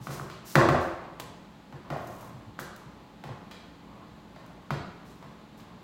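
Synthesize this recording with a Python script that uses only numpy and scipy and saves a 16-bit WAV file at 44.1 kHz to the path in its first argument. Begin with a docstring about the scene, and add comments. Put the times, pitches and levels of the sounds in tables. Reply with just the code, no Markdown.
"""A closed garage with a concrete floor, where a skateboard is heard from low down a few metres away.
A foot tips the board, which smacks down and clatters: each impact excites resonances of deck and room.
The rider steps about, drags it back and stands on it. Friction makes soles rasp on the grip tape,
grit snaps, and the rough floor sets the wheels rumbling softly. The bare room reverberates
after every blow, over the faint hum of a distant machine."""
import sys
import numpy as np
from scipy import signal
from scipy.fft import rfft, irfft
from scipy.io import wavfile
from scipy.ndimage import uniform_filter1d

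SR = 44100
rng = np.random.default_rng(int(sys.argv[2]) if len(sys.argv) > 2 else 0)


def wav_out(sig):
    """Save sig, one row per channel (or a flat mono array), as 16-bit PCM at SR to the path in sys.argv[1]."""
    wavfile.write(sys.argv[1], SR, np.round(np.clip(np.atleast_2d(sig).T, -1, 1) * 32767).astype(np.int16))


N = 257103

# Spectrum of a breaking grain. Each row: frequency in Hz, gain in dB.
FRACTURE_SPECTRUM = [(500, -20), (3000, -10), (6500, -2), (9000, -8), (12500, -4), (15500, -5)]


def board():
    """Impact excitation: each blow cracks, knocks, bends the deck and leaves deck and room ringing."""
    # Each row: start in seconds, force in dB, weight in dB, hardness in dB,
    # knock level in dB relative to the force, starting pitch of the knock in Hz.
    blows = [ (.0700, -2.5, 4, 4, -25.5, 1640), (.1070, -10, 10.5, 6, -26, 1520),
             (.1970, -3.5, 2.5, -10, -25, 1640), (.3000, -18.5, 8, 18, -17, 1880),
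             (0.5506, -4, -25, -25, -29, 1290), (0.5553, 18, 3.5, 7, -23, 2560),
             (0.5643, 16.5, -23, -13, -35.5, 1100), (0.5792, 18, -4, -21, -37.5, 656),
             (.6130, 19, -33, -20, -31, 2190), (0.6884, 17.5, -3.5, -2.5, -36, 1600),
             (0.746, 14, -24, -11, -33, 918), (1.7256, -12, 5.5, 0.5, -33, 1130),
             (1.9028, 3, 0.5, 0, -36, 1000), (1.9250, -2, -25, -10, -26.5, 955),
             (1.9610, -3.5, -19, -10, -23.5, 990), (2.2279, -17, -12, -1, -20.5, 1490),
             (2.5905, -4, -3.5, 5, -21.5, 2270), (3.2390, -7.5, 3.5, 6.5, -29, 1080),
             (3.2890, -10.5, 5, -6, -25.5, 1050), (4.3609, -12.5, -10, 1, -27, 1240),
             (4.7058, 4, 5, 3.5, -22.5, 1743), (5.2262, -15.5, 4.5, 5.5, -26, 1360), ]
    # The deck bending on its trucks. Each row: frequency in Hz, relative level in dB, T60 in seconds.
    bending_modes = [(82.2, -43, 1), (116, -12, 0.49), (144.3, 4, 0.24), (152, -10.5, 0.14)]
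    # Deck and room resonances that ring on after each blow.
    # Each row: frequency in Hz, relative level in dB, T60 in seconds.
    ringing_modes = [(247.9, 7, 0.66), (268, -25, 0.69), (338.5, 10, 0.88), (364.3, 11.5, 0.51),
                     (494, -3, 0.42), (530, 2.5, 1.06), (565, 8, 0.63), (608, -2, 1.4), (657, -25, 0.38),
                     (855, -6, 0.4), (1063, 13.5, 0.37), (1142, 2.5, 0.72), (1160, -47, 0.53),
                     (1347, 0, 0.37), (1800, -32, 1.2), (1934, 14, 0.074)]
    # The plies absorb a knock's treble. Each row: frequency in Hz, gain in dB.
    ply_response = [(300, -1.5), (1800, 1.5), (2300, 1.5), (5000, -39.5)]
    flex_db, thud_db, ring_db = -32.5, -45, -57.5  # relative to force; weight adds to flex and thud
    direct, to_room = np.zeros((2, N))
    flex = modes(bending_modes, rise_s=0.018, phase_spread=0)
    for start, force_db, weight_db, hardness_db, knock_db, knock_hz in blows:
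        hit = amp(force_db) * blow(weight_db, hardness_db)
        cycles = 3.52 * (1000 / knock_hz) ** 1.225  # higher knocks are damped in fewer cycles
        bending_wave = knock(knock_hz, cycles, sag=0.326)  # dispersion: fast, high waves arrive first
        wood = amp(force_db + knock_db) * colour(bending_wave, ply_response)
        thud = knock(hz=229.6, cycles=2.7)  # the trucks bottom out on their bushings
        ring = modes(ringing_modes, rise_s=0.004, phase_spread=1, drift_hz=7)
        add(direct, start, hit + wood)
        add(direct, start, amp(force_db + weight_db + flex_db) * flex)
        add(direct, start, amp(force_db + weight_db + thud_db) * thud)
        add(direct, start, amp(force_db + ring_db) * ring)
        room_gain = amp(3 - 0.17 * force_db)  # the strongest blows are heard most directly
        add(to_room, start, room_gain * (hit + amp(-9) * wood))
    return direct, to_room


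def blow(weight_db, hardness_db):
    """Contact time sets bandwidth: a hard blow is short and bright, and weight adds bass."""
    return contact(low_db=1 + 0.54 * weight_db, clack_db=-1.5 + 0.33 * hardness_db,
                   crack_db=hardness_db, tick_db=hardness_db - 2.5,
                   chatter_s=0.0046 * amp(-0.39 * hardness_db))


def contact(low_db, clack_db, crack_db, tick_db, chatter_s):
    """Impact noise is broadband: the harder the surfaces that meet, the more crack and tick."""
    # Each row: frequency in Hz, gain in dB.
    impact_spectrum = [(30, -32), (55, -22), (85, -9.5), (170, -2), (260, -4.5), (345, 1.5), (430, -2),
                       (620, 0), (780, -1.5), (1150, 0), (1750, -3), (2200, -9.5), (2900, -15.5),
                       (4600, -20.5), (5400, -24.5), (7500, -27), (9000, -33), (15500, -31.5)]
    tone = [(250, low_db), (600, 0), (900, 0), (1600, clack_db),
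            (3200, crack_db), (5000, crack_db), (11000, tick_db)]
    return colour(colour(chatter(chatter_s), impact_spectrum), tone)


def chatter(decay_s, size=8192):
    """Rebound: a first touch and a dying burst of tiny re-contacts, with a flat spectrum overall."""
    t = np.arange(size) / SR
    burst = rng.standard_normal(size) * np.exp(-t / max(decay_s, 1e-4))
    burst /= np.linalg.norm(burst)
    burst[0] += np.exp(-decay_s / 0.0079)  # a short contact is mostly one clean touch
    spectrum = rfft(burst)
    local_power = uniform_filter1d(abs(spectrum) ** 2, size=48)
    return irfft(spectrum / np.sqrt(local_power))[:size // 2]


def knock(hz, cycles, sag=0, size=4096):
    """Heavily damped oscillation: it peaks after about the given cycles; sag makes its pitch sink."""
    age = hz * np.arange(size) / SR / max(cycles, 0.2)
    turns = np.cumsum(hz * np.exp(-sag * age)) / SR
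    envelope = (age * np.exp(1 - age)) ** 2.03
    return envelope * np.sin(2 * np.pi * turns)


def modes(table, rise_s, phase_spread, drift_hz=0, size=32768):
    """Free vibration is a sum of dying modes; the place struck sets their phases, load detunes them."""
    t, ring = np.arange(size) / SR, np.zeros(size)
    for hz, db, t60 in table:
        drift = drift_hz * np.repeat(rng.standard_normal(size // 1024), 1024)
        turns = np.cumsum(hz + drift) / SR + phase_spread * rng.random()
        ring += amp(db - 60 * t / t60) * np.sin(2 * np.pi * turns)
    onset = 1 - np.exp(-(t / rise_s) ** 2)
    fade = 1 - (t / t[-1]) ** 2
    return ring * onset * fade


def bumps():
    """Soft contacts excite only low frequencies: heels and rocking trucks give dull bumps."""
    # Each row: start in seconds, peak level in dB, frequency in Hz.
    soft_contacts = [(.002, -39.5, 127), (1.74, -40, 137), (2.339, -44, 139), (2.367, -44, 117),
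                     (2.463, -42, 106), (2.856, -40.5, 136), (3.302, -35, 121)]
    sound = np.zeros(N)
    for start, db, hz in soft_contacts:
        add(sound, start, amp(db) * knock(hz, cycles=1.96))
    return sound


def trucks():
    """Modal ringing of steel: loose washers and kingpin clink as the weight shifts."""
    # Each row: start in seconds, relative level in dB.
    clinks = [(0.3, -54), (2.59, -51), (3.51, -51), (3.562, -57), (4.057, -68), (4.359, -63), (4.708, -47)]
    # Each row: frequency in Hz, relative level in dB, T60 in seconds.
    steel_modes = [(1380, -14, .25), (2350, 13, 0.096), (2700, -27, .12), (3260, 9, .17), (3620, 0, 0.26),
                   (3950, 1, 0.59), (4420, 0.5, 0.53), (4850, 3, 0.2), (5000, -2, .2)]
    sound = np.zeros(N)
    for start, db in clinks:
        ring = modes(steel_modes, rise_s=0.0026, phase_spread=0.97, drift_hz=60.3)
        add(sound, start, amp(db - 10) * ring)
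    return sound


def floor_slaps():
    """Impact noise: sharp slaps on the concrete; the first is followed by a quick, faint echo."""
    # Each row: start in seconds, force in dB, low, clack, crack and tick gains in dB,
    # chatter decay in seconds, gain into the room in dB.
    slaps = [ (1.1990, 1.5, -1, -5.5, 9.5, 15, 0.0054, -4), (1.2217, -19, 0, 2, 20, 13, 0.00097, -5),
             (3.512, -10.5, -9, 1.5, 12, 10, 0.0084, 2), (5.598, -17.5, -4, 1, 14, 10, 0.025, -3), ]
    direct, to_room = np.zeros((2, N))
    for start, force_db, *touch, room_db in slaps:
        slap = amp(force_db) * contact(*touch)
        add(direct, start, slap)
        add(to_room, start, amp(room_db) * slap)
    return direct, to_room


def grit():
    """Brittle fracture: single grains snap under soles and wheels."""
    # Each row: start in seconds, relative level in dB, decay time in seconds.
    snaps = [(1.97, -31, .006), (2.072, -22, .005), (2.21, -23.5, .008), (2.5957, -12, 0.014),
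             (2.763, -22.5, 0.002), (4.4632, -32, 0.0024)]
    sound = np.zeros(N)
    for start, db, decay_s in snaps:
        add(sound, start, amp(db) * colour(chatter(decay_s), FRACTURE_SPECTRUM))
    return sound


def grip_tape():
    """Sliding friction: rubber drags over fine grains in a rasp that flutters with the pressure."""
    # Each row: start in seconds, length in seconds, relative level in dB.
    scuffs = [(0, 0.12, -48.5), (.1, 0.044, -43), (.445, 0.075, -43), (.795, 0.038, -50), (1.85, 0.56, -70),
              (5.04, 0.076, -57.5)]
    # Each row: frequency in Hz, gain in dB.
    friction_spectrum = [(300, -22), (1500, 9), (3000, 5.5), (5500, 12), (7500, 9.5), (9000, 6), (13000, 5),
                         (16000, 3.5)]
    rasp = noise(friction_spectrum) * amp(wander(hz=25))
    return rasp * strokes(scuffs, swell_share=0.31, release_s=0.066)


def dust(grains_per_s=2000):
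    """Shot noise: specks crushed under wheels and soles burst at random in a fine, bright crackle."""
    # Each row: start in seconds, length in seconds, relative level in dB.
    crunches = [(.44, .1, -40), (1.85, 0.43, -55), (5.565, 0.03, -56)]
    grains = rng.standard_normal(N) * (rng.random(N) < grains_per_s / SR)
    crackle = evened(colour(grains, FRACTURE_SPECTRUM))
    return crackle * strokes(crunches, swell_share=0.64, release_s=0.031)


def wheels(lumpy_db=2):
    """Rolling noise: rough concrete shakes wheels and deck unevenly as the board is pushed and coasts."""
    # Each row: start in seconds, length in seconds, relative level in dB.
    pushes = [(-.1, 0.3, -42), (.95, 0.18, -42.5), (1.7, 0.56, -42), (2.7, 0.18, -49.5),
              (3.3, 0.091, -45.5), (3.8, 0.19, -46.5), (4.32, 0.18, -48), (4.9, 0.21, -49.5),
              (5.5, 0.23, -48)]
    # Each row: frequency in Hz, gain in dB.
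    rolling_spectrum = [(30, -25), (85, -11), (120, 5), (200, 0), (450, -7), (650, -3.5), (850, -4),
                        (1080, 2.5), (1500, -16.5), (2500, -18.5), (5000, -33.5), (12000, -50)]
    rumble = noise(rolling_spectrum) * amp(lumpy_db * wander(hz=36))
    return rumble * strokes(pushes, swell_share=0.57, release_s=0.19)


def reflections(sound):
    """Early reflections: the floor and near walls return delayed, weaker copies."""
    # Each row: delay in seconds, amplitude gain as a ratio.
    echoes = [(.0014, 0.13), (.0033, 0.2), (.0065, 0.12), (.0095, 0.19), (0.0147, 0.13)]
    reflected = np.zeros(N)
    for delay, gain in echoes:
        add(reflected, delay, gain * sound)
    return reflected


def reverberation(sound, build_s=0.014):
    """A diffuse field builds up quickly, and absorption drains each band at its own rate."""
    # Each row: frequency in Hz, T60 in seconds.
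    decay_times = [(80, 0.79), (200, 0.76), (500, 0.9), (1200, 0.89), (2500, 0.94), (5000, 0.78),
                   (8000, 0.56), (15000, 0.19)]
    # Strength of the diffuse field. Each row: frequency in Hz, gain in dB.
    room_response = [(60, 27.5), (140, -13.5), (300, 6), (700, 4.5), (1500, 3.5), (4000, 1.5), (8000, 3.5),
                     (15000, -2.5)]
    hz, t, bands = signal.stft(rng.standard_normal(2 * SR), SR, nperseg=512)
    t60 = read(decay_times, hz)[:, None]
    decay = amp(read(room_response, hz)[:, None] - 60 * t / t60)
    unit_energy = np.sqrt(2 * np.log(1000) / (t60 * SR))
    tail = signal.istft(bands * decay * unit_energy, SR, nperseg=512)[1]
    tail *= 1 - np.exp(-(np.arange(len(tail)) / SR / build_s) ** 2)
    return signal.fftconvolve(sound, tail)[:N]


def background(air_db=-52, waver_turns=0.31):
    """Ambient noise: still air, and a distant machine whose hum wavers by phase modulation."""
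    # Each row: frequency in Hz, rms level in dB.
    machine_tones = [(56, -72), (172, -59.5), (213, -61), (291, -63), (847, -66)]
    # Each row: frequency in Hz, gain in dB.
    air_spectrum = [(15, -69), (30, -38), (44, -19), (54, 2.5), (68, -6.5), (90, -5.5), (140, -2), (210, 1),
                    (330, -5.5), (480, -8.5), (1000, -12.5), (1500, -17), (2600, -21.5), (4100, -22.5),
                    (5500, -32.5), (7500, -33), (8600, -40), (15500, -41.5)]
    t, hum = np.arange(N) / SR, np.zeros(N)
    for hz, db in machine_tones:
        turns = hz * t + waver_turns * wander(hz=2.83)
        hum += amp(db) * np.sqrt(2) * np.sin(2 * np.pi * turns)
    return hum + amp(air_db) * noise(air_spectrum)


def strokes(rows, swell_share, release_s):
    """Amplitude envelope of movements: each swells over a share of its length, holds and dies away."""
    t, gain = np.arange(N) / SR, np.zeros(N)
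    for start, length, db in rows:
        attack = np.clip((t - start) / (swell_share * length), 0, 1)
        release = np.exp(-np.maximum(t - start - length, 0) / release_s)
        gain += amp(db) * attack * release
    return gain


def wander(hz):
    """Low-pass noise: slow random motion of rms 1, up to about hz."""
    rolloff = 1 + (np.fft.rfftfreq(N, 1 / SR) / hz) ** 4
    return evened(irfft(rfft(rng.standard_normal(N)) / rolloff, N))


def noise(spectrum):
    """Filtered white noise of rms 1."""
    return evened(colour(rng.standard_normal(N), spectrum))


def colour(sound, spectrum, size=4096):
    """Minimum-phase filtering: a causal response with the given spectrum."""
    hz = abs(np.fft.fftfreq(size, 1 / SR))
    log_gain = np.log(amp(read(spectrum, hz)))
    taps = np.fft.ifft(np.exp(np.conj(signal.hilbert(log_gain)))).real
    return signal.fftconvolve(sound, taps[:size // 2])[:len(sound)]


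def add(mix, start_s, sound):
    """Superposition: a sound joins the mix at its start time."""
    part = mix[max(round(start_s * SR), 0):][:len(sound)]
    part += sound[:len(part)]


def amp(db):
    return 10 ** (np.asarray(db) / 20)


def evened(x):
    """Scales to rms 1."""
    return x / np.sqrt(np.mean(x ** 2) + 1e-20)


def read(points, hz):
    """Reads a spectrum on a log-frequency axis."""
    f, value = np.transpose(points)
    return np.interp(np.log(hz + 1), np.log(f), value)


def scene():
    """Direct sound, early reflections and the diffuse field sum with the background at the ear."""
    slaps_direct, slaps_to_room = floor_slaps()
    snaps = grit()
    board_direct, board_to_room = board()
    clinks = trucks()
    rasp, roll = grip_tape() + dust(), wheels()
    direct = board_direct + bumps() + clinks + slaps_direct + snaps + amp(-7.5) * rasp + amp(-10) * roll
    to_room = board_to_room + amp(-1.5) * clinks + slaps_to_room + snaps
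    to_room += amp(-13.5) * rasp + amp(-15.5) * roll
    return (direct + reflections(to_room) + reverberation(to_room) + background())[None]


def record(dry, cutoff_hz=15950):
    """Soft saturation rounds the loudest peaks, and a low-pass filter limits the band."""
    lowpass = signal.firwin(511, cutoff_hz, window=("kaiser", 9), fs=SR)
    return signal.oaconvolve(np.tanh(dry), lowpass[None], "same")


dry = scene()
out = record(dry)
wav_out(out)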